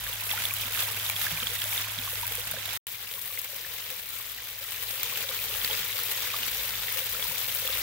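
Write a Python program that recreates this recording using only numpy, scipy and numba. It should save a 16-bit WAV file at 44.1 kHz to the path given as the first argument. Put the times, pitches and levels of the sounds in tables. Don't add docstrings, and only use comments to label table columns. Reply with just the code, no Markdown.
import sys
import numpy as np
from scipy import signal
from scipy.fft import rfft, irfft
from scipy.io import wavfile
from scipy.ndimage import uniform_filter1d
from numba import njit

SR = 44100
rng = np.random.default_rng(int(sys.argv[2]) if len(sys.argv) > 2 else 0)


def persist_wave(psi):
    counts = np.round(np.clip(psi, -1, 1) * 32767).astype(np.int16)
    wavfile.write(sys.argv[1], SR, np.atleast_2d(counts).T)


def field_ratio(decibels):
    return 10 ** (np.asarray(decibels, dtype=float) / 20)


N = 344862
T = np.arange(N) / SR

# (start [s], end [s])
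STRETCHES = [(0, 2.7745), (2.8685, 7.82)]
# (frequency [Hz], relative level [dB])
RUMBLE_COLOUR = [(20, -34), (35, -13), (45, 5.5), (63, 3.5), (90, 3.5), (130, -8), (157, 2.5), (190, -23.5),
                 (232, -9.5), (300, -26.5)]
# (frequency [Hz], relative level [dB], size of the waver [dB])
HUM_TONES = [(103.9, 3, .5), (120.6, -8, 4), (98, -14, 1)]
# (splash [dB], fine spray [dB], hum [dB], rumble [dB])
BASE_LEVELS = [(-39, -35.5, -50, -56.5), (-38, -31.5, -57, -59.5)]
# (time [s], level change [dB])
SWELL = [
    [(0, -1), (.6, 1.3), (1.8, 0.5), (2.3, 0), (2.77, -2)],
    [(2.87, -5), (3.6, -4.5), (4.1, -5.5), (4.6, -5), (5.0, -1), (5.6, .5), (6.5, 1), (6.85, 0.5),
     (7.82, 0.55)],
]
# (time of the splash peak [s], splash change [dB], spray change [dB])
WAVES = [(.36, 3.5, 5), (.83, 3, 4.5), (1.29, 3.5, 4.5), (1.48, 1, 2), (1.79, 3, 5.5), (2.21, 1, 1.5),
         (2.71, 3, 1.5), (3.24, -1.5, 3), (4.21, 1.5, 1), (4.76, 1.5, 1), (4.97, 1, 2), (5.53, 1.5, 0.5),
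         (5.72, 1.5, 1.5), (6.47, 0, -0.5), (7.28, 0.5, 0.5)]
# (frequency [Hz], left, right in the first stretch [dB], left, right in the second stretch [dB])
SPLASH_COLOUR = [(204, -16.5, -15.5, -15.5, -17.5), (238, -17, -15.5, -17.5, -17.5),
                 (278, -18, -22.5, -21, -22.5), (456, -17, -15.0, -10, -9.5), (520, -11, -15, -8, -10.5),
                 (580, -14, -11.5, -15, -14.5), (1000, -9.5, -10, -12, -12), (1425, -11.5, -5, -11.5, -9),
                 (2170, -8.5, -2.1, -3.5, -5), (3640, -10, -0.1, -4.5, -1.4), (4330, -8.5, -8, -7, -6.5),
                 (6500, -8.5, -11.5, -8, -13.5), (9300, -2.5, -22.5, -4.5, -17.5)]
# (frequency [Hz], left, right in the first stretch [dB], left, right in the second stretch [dB])
SPRAY_COLOUR = [(6200, -10.0, -14.0, -9.1, -14.4), (8800, -10.9, -16.1, -8.4, -23.1),
                (10500, -8.6, -11.6, -7.4, -17.9), (12200, -5.9, -6.1, -2.4, -11.4),
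                (13800, -5.7, -10.7, -1.3, -9.4), (14800, -4.0, -13.7, 0.3, -8.0),
                (15600, -2.6, -13.7, 1.4, -8.5)]
# (time [s], level [dB], pitch [Hz])
KNOCKS = [(1.139, -48, 156), (1.318, -37.5, 160), (1.421, -45, 226), (1.97, -49, 158), (1.985, -44, 246),
          (2.515, -50, 150), (5.793, -51, 164), (7.279, -49, 160)]
# (time [s], level [dB], pitch [Hz])
GURGLES = [(0.095, -44.5, 514), (0.632, -44, 546), (1.429, -42, 504), (1.514, -41, 470), (1.654, -41, 610),
           (2.13, -41, 510), (2.311, -43.5, 454), (2.381, -39, 494), (2.538, -36, 635), (2.572, -39, 537),
           (2.679, -43, 685), (3.53, -44, 536), (3.914, -45.5, 513), (4.61, -47, 543), (4.93, -46, 524),
           (5.044, -47, 480), (5.185, -43.5, 460), (5.242, -42, 546), (5.294, -38.5, 518),
           (5.686, -44, 490), (5.952, -44, 510), (6.088, -43.5, 421), (6.835, -46, 540), (6.96, -41.5, 523),
           (7.017, -41, 520), (7.161, -45, 496), (7.187, -43, 520), (7.322, -42, 524), (7.625, -47, 530),
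           (7.648, -38, 510), (7.696, -37, 523), (7.758, -41, 492)]
# (time [s], level [dB], pitch [Hz])
PLINKS = [(0.0662, -28, 1700), (0.2947, -25, 2620), (0.3132, -17.5, 3340), (0.335, -30.5, 854),
          (0.375, -29, 1960), (0.377, -27.5, 1420), (0.4534, -18, 3460), (0.5082, -23, 2400),
          (0.6355, -26, 2490), (0.774, -33, 1350), (0.7941, -22, 3580), (0.9981, -30, 3460),
          (1.0635, -25.5, 3660), (1.0984, -23.5, 2280), (1.19, -37, 850), (1.2176, -22, 3630),
          (1.2665, -23, 1670), (1.4022, -23, 3550), (1.426, -34, 1260), (1.4696, -18.5, 3340),
          (1.5678, -30, 3720), (1.6182, -19.5, 3290), (1.727, -25, 2300), (1.7774, -22, 3630),
          (1.8188, -22, 3370), (1.9879, -23, 3500), (2.076, -32, 1100), (2.231, -30.5, 950),
          (2.566, -31, 1620), (2.6544, -27, 3660), (2.9472, -33, 2340), (3.3747, -28, 2090),
          (3.6466, -33.5, 1750), (3.8407, -33, 3070), (4.2, -40, 1110), (4.385, -34, 1900),
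          (4.6877, -30, 3260), (5.0305, -28, 3370), (5.0968, -29, 2550), (5.2899, -22.5, 3660),
          (5.313, -34.5, 1190), (5.3906, -28, 2460), (5.549, -35, 1290), (5.6146, -24, 3270),
          (5.6456, -20, 4430), (5.698, -37, 855), (5.7104, -21.5, 3220), (5.7304, -19.5, 3740),
          (5.9693, -24, 3100), (6.3026, -25, 2420), (6.336, -24, 3630), (6.34, -27.5, 1170),
          (6.4318, -23, 2900), (6.8833, -25, 2000), (6.9835, -25, 2830), (7.147, -34, 1340),
          (7.196, -28, 2280), (7.2255, -20.5, 3370), (7.4919, -27, 3250), (7.6755, -21, 3320),
          (7.687, -33, 1250), (7.7712, -27, 2800)]
# (time [s], level [dB], level of the duller part [dB])
SLAPS = [(0.1351, -12, -25), (0.306, -20, -24), (0.4374, -15, -22), (0.4544, -5, -30), (0.7916, -18, -14),
         (0.8355, -15, -24), (0.8704, -8, -27), (0.921, -8, -29), (1.098, -5, -10), (1.2052, -22, -29),
         (1.6407, -7, -15), (2.156, -23, -18), (2.2675, -7, -28), (2.2787, -7, -27), (2.3531, -9, -31),
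         (2.5125, -7, -32), (2.6567, -10, -22), (2.6605, -15, -27), (2.677, -16, -24), (2.7312, -9.5, -30),
         (2.736, -15, -28), (2.8687, -11, -23), (3.1383, -15, -21), (3.1926, -18, -35), (3.3877, -14, -34),
         (4.187, -18, -25), (4.9302, -23, -30), (4.997, -23, -24), (5.032, -6, -14), (5.1282, -19, -30),
         (5.5373, -21, -28), (5.647, -9, -12), (5.7924, -11, -25), (6.034, -10, -24), (6.0836, -19, -17),
         (6.12, -10, -19), (6.339, -17, -24), (6.4652, -18, -22), (6.6094, -18, -25), (6.6578, -17, -20),
         (6.983, -12, -25), (7.28, -12, -23), (7.3467, -21, -23), (7.3926, -16, -30), (7.5577, -16, -29)]


def rms_one(x):
    return x / np.sqrt(np.mean(np.mean(np.atleast_2d(x), axis=0) ** 2))


def butter(x, hz, kind, order=2):
    return signal.sosfilt(signal.butter(order, hz, kind, fs=SR, output="sos"), x)


def colour(x, hz, db, size=8192):
    f = np.linspace(1, SR / 2, size + 1)
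    cepstrum = irfft(np.log(field_ratio(np.interp(np.log(f), np.log(hz), db))))
    cepstrum[1:size] *= 2
    cepstrum[size + 1:] = 0
    response = irfft(np.exp(rfft(cepstrum)))
    return signal.fftconvolve(x, response)[:len(x)]


def walk(steps_per_s):
    k = int(SR / steps_per_s)
    steps = np.repeat(rng.standard_normal(N // k + 1), k)
    smooth = uniform_filter1d(uniform_filter1d(steps, k), k)[:N]
    return smooth / smooth.std()


def in_stretch(pair, s=T):
    return np.where(s < STRETCHES[1][0], *pair)


def swell_db():
    s, db = np.concatenate(SWELL).T
    return np.interp(T, s, db)


def waves(db, lead_s):
    spread_s = 0.049
    total = 0.67 * walk(6.0)
    for peak_s, change_db in zip(np.transpose(WAVES)[0], db):
        total = total + change_db * np.exp(-((T + lead_s - peak_s) / spread_s) ** 2 / 2)
    return total


def sizes(chance, spread_db, most_db):
    return field_ratio(np.minimum(-spread_db * np.log(1 - chance), most_db))


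def more(table, count, db, spread_db, low, high, tilt_db=0):
    s, e, p = rng.random((count, 3)).T
    s = s * T[-1]
    lift_db = swell_db() + waves(np.transpose(WAVES)[1], lead_s=0)
    extra_db = in_stretch(db, s) + spread_db * (2 * e - 1) - tilt_db * (1 - p) ** 2
    extra_db = extra_db + np.interp(s, T, lift_db)
    extra = np.transpose([s, extra_db, low + (high - low) * p])
    return np.concatenate([table, extra]).T


@njit
def ring(start, size, hz, cycles, glide, pan, lead, n, sr):
    out = np.zeros((2, n))
    for k in range(len(start)):
        first = int(start[k] * sr)
        tau = cycles[k] * sr / hz[k] / 3
        phase = 0.
        for j in range(min(int(7 * tau), n - first)):
            u = j / tau
            env = 2 * size[k] * np.exp(-u) * (1 - np.exp(-4 * u))
            phase += 2 * np.pi * min(hz[k] * (1 + glide[k] * u), .45 * sr) / sr
            out[0, first + j] += env * pan[k] * np.sin(phase + lead[k])
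            out[1, first + j] += env / pan[k] * np.sin(phase - lead[k])
    return out


def bubbles(s, size, hz, pan_db, cycles, glide):
    side, climb, length = rng.random((len(s), 3)).T
    lead = np.sign(side - .5) * np.pi / 4 * np.minimum(hz / 2550.0, 1) ** 2.3
    cycles = np.clip(cycles * (0.53 + 0.88 * length), 1, 60)
    pan = field_ratio(pan_db / 2 + 0 * s)
    return ring(s, size, hz, cycles, glide * 2 * climb, pan, lead, N, float(SR))


def ear_noise(alike_hz):
    common, left, right = rng.standard_normal((3, N))
    alike = np.array([np.roll(common, 3), common])
    return butter(alike, alike_hz, "low") + butter(np.array([left, right]), alike_hz, "high")


def bursts(s, size, decay_ms):
    hits = np.bincount((s * SR).astype(int), size, N)
    return signal.lfilter([1], [1, -np.exp(-1000 / SR / decay_ms)], hits)


def patter(count, spread_db, decay_ms):
    s, e = rng.random((count, 2)).T
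    power = bursts(s * T[-1], sizes(e, spread_db, 24.0) ** 2, decay_ms)
    return rms_one(np.sqrt(power + 1e-18))


def froth(count, low_hz, high_hz, spread_db, cycles):
    s, p, e = rng.random((count, 3)).T
    hz = low_hz * (high_hz / low_hz) ** p
    size = hz * sizes(e, spread_db, 14.7)
    return rms_one(bubbles(s * T[-1], size, hz, 0, cycles, glide=0.037))


def heard(x, table, stretch, kind):
    hz, *ears = np.transpose(table)
    both = np.array([colour(x[c], hz, ears[2 * stretch + c]) for c in range(2)])
    return butter(both, 7500, kind, order=6)


def rumble():
    mid, side = (rms_one(colour(rng.standard_normal(N), *np.transpose(RUMBLE_COLOUR))) for _ in range(2))
    note = field_ratio(-2.5 + 2.2 * walk(5.7)) * np.sin(2 * np.pi * (48.8 * T + 0.19 * walk(2.7)))
    return note + mid + field_ratio(-8.5) * side * np.array([[1], [-1]])


def pump_hum():
    hum = np.zeros(N)
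    for hz, db, waver_db in HUM_TONES:
        hum += field_ratio(db + waver_db * walk(3.0)) * np.sin(2 * np.pi * (hz * T + rng.random()))
    return rms_one(hum)


def drone():
    hum_base, rumble_base = np.transpose(BASE_LEVELS)[2:]
    swell = swell_db()
    hum_db = swell + in_stretch(hum_base)
    rumble_db = swell + in_stretch(rumble_base) + 2.8 * walk(5.5)
    both = field_ratio(hum_db) * pump_hum() + field_ratio(rumble_db) * rumble()
    return both * field_ratio(np.array([[.8], [-.8]]))


def knocks():
    s, db, hz = more(KNOCKS, count=24, db=(-55., -58.), spread_db=3.5, low=140., high=280.)
    return bubbles(s, field_ratio(db), hz, 0, cycles=13.3, glide=.002)


def gurgles():
    s, db, hz = more(GURGLES, count=90, db=(-52., -48.), spread_db=2.5, low=417.0, high=618.0)
    return bubbles(s, field_ratio(db), hz, 0, cycles=15.4, glide=0.012)


def ringing_plinks(plinks):
    s, db, hz = plinks
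    pan_db = in_stretch((-7, -1.8), s) * np.minimum(hz / 2600., 1)
    return bubbles(s, field_ratio(db), hz, pan_db, cycles=12.4 * (hz / 1000) ** 0.062, glide=0.0065)


def plink_cracks(plinks):
    s, db, _ = plinks
    return field_ratio(1.5) * bursts(s, field_ratio(db), decay_ms=2.9) * ear_noise(1900.)


def stone_slaps():
    s, db, dull_db = more(SLAPS, count=65, db=(-22.5, -22.5), spread_db=5.0, low=-36.0, high=-23.0)
    slaps = bursts(s, field_ratio(db), decay_ms=1.1) * ear_noise(1900.)
    thuds = bursts(s, field_ratio(dull_db), decay_ms=2.2) * ear_noise(1900.)
    return slaps, thuds


def fine_spray(drops):
    mist = patter(count=3000, spread_db=2.5, decay_ms=0.7)
    return (field_ratio(-7.5) + field_ratio(-8.5) * drops + field_ratio(-7.5) * mist) * ear_noise(1900.)


def splashing(drops):
    crackle = patter(count=2500, spread_db=1.5, decay_ms=0.85)
    splash = (field_ratio(-4.0) + field_ratio(-4.5) * drops + field_ratio(-10.0) * crackle) * ear_noise(1830.0)
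    splash += field_ratio(-9.5) * froth(count=7000, low_hz=601.4, high_hz=7040.0, spread_db=3.5, cycles=16.0)
    splash += field_ratio(-7.0) * froth(count=9000, low_hz=871.0, high_hz=7100.0, spread_db=2.0, cycles=4.25)
    splash += field_ratio(-20.5) * froth(count=420, low_hz=347.5, high_hz=672.0, spread_db=5.0, cycles=20.0)
    return splash


def water(plinks):
    _, splash_change, spray_change = np.transpose(WAVES)
    splash_base, spray_base = np.transpose(BASE_LEVELS)[:2]
    swell = swell_db()
    splash_db = swell + in_stretch(splash_base) + waves(splash_change, lead_s=0)
    spray_db = swell + in_stretch(spray_base) + waves(spray_change, lead_s=0.043)
    surge = field_ratio(0.25 * walk(18.0) + 0.66 * walk(45.))
    drops = patter(count=6000, spread_db=3.5, decay_ms=2.9)
    splash = surge * splashing(drops)
    spray = surge * fine_spray(drops)
    slaps, thuds = stone_slaps()
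    dull_hits = plink_cracks(plinks) + thuds
    out = np.zeros((2, N))
    for k, (start_s, end_s) in enumerate(STRETCHES):
        part = slice(int(start_s * SR), int(end_s * SR))
        low = rms_one(heard(splash[:, part], SPLASH_COLOUR, k, "low"))
        high = rms_one(heard(spray[:, part], SPRAY_COLOUR, k, "high"))
        steady = field_ratio(splash_db[part]) * low + field_ratio(spray_db[part]) * high
        dull = heard(dull_hits[:, part], SPLASH_COLOUR, k, "low")
        sharp = heard(slaps[:, part], SPRAY_COLOUR, k, "high")
        out[:, part] = steady + dull + sharp
    return out


def scene():
    plinks = more(PLINKS, count=90, db=(-29., -30.), spread_db=5.0, low=920.0, high=3650.0, tilt_db=11.5)
    return drone() + knocks() + gurgles() + ringing_plinks(plinks) + water(plinks)


def roll_off(x):
    return signal.sosfilt(signal.butter(12, 17100, fs=SR, output="sos"), x)


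def record(dry):
    on = sum((T >= start_s) & (T <= end_s) for start_s, end_s in STRETCHES)
    gated = butter(dry, 32.0, "high", order=3) * on
    top_cut = signal.ellip(12, .2, 70, 15750, fs=SR, output="sos")
    mix = signal.sosfilt(top_cut, gated)
    return roll_off(mix)


dry = scene()
out = record(dry)
persist_wave(out)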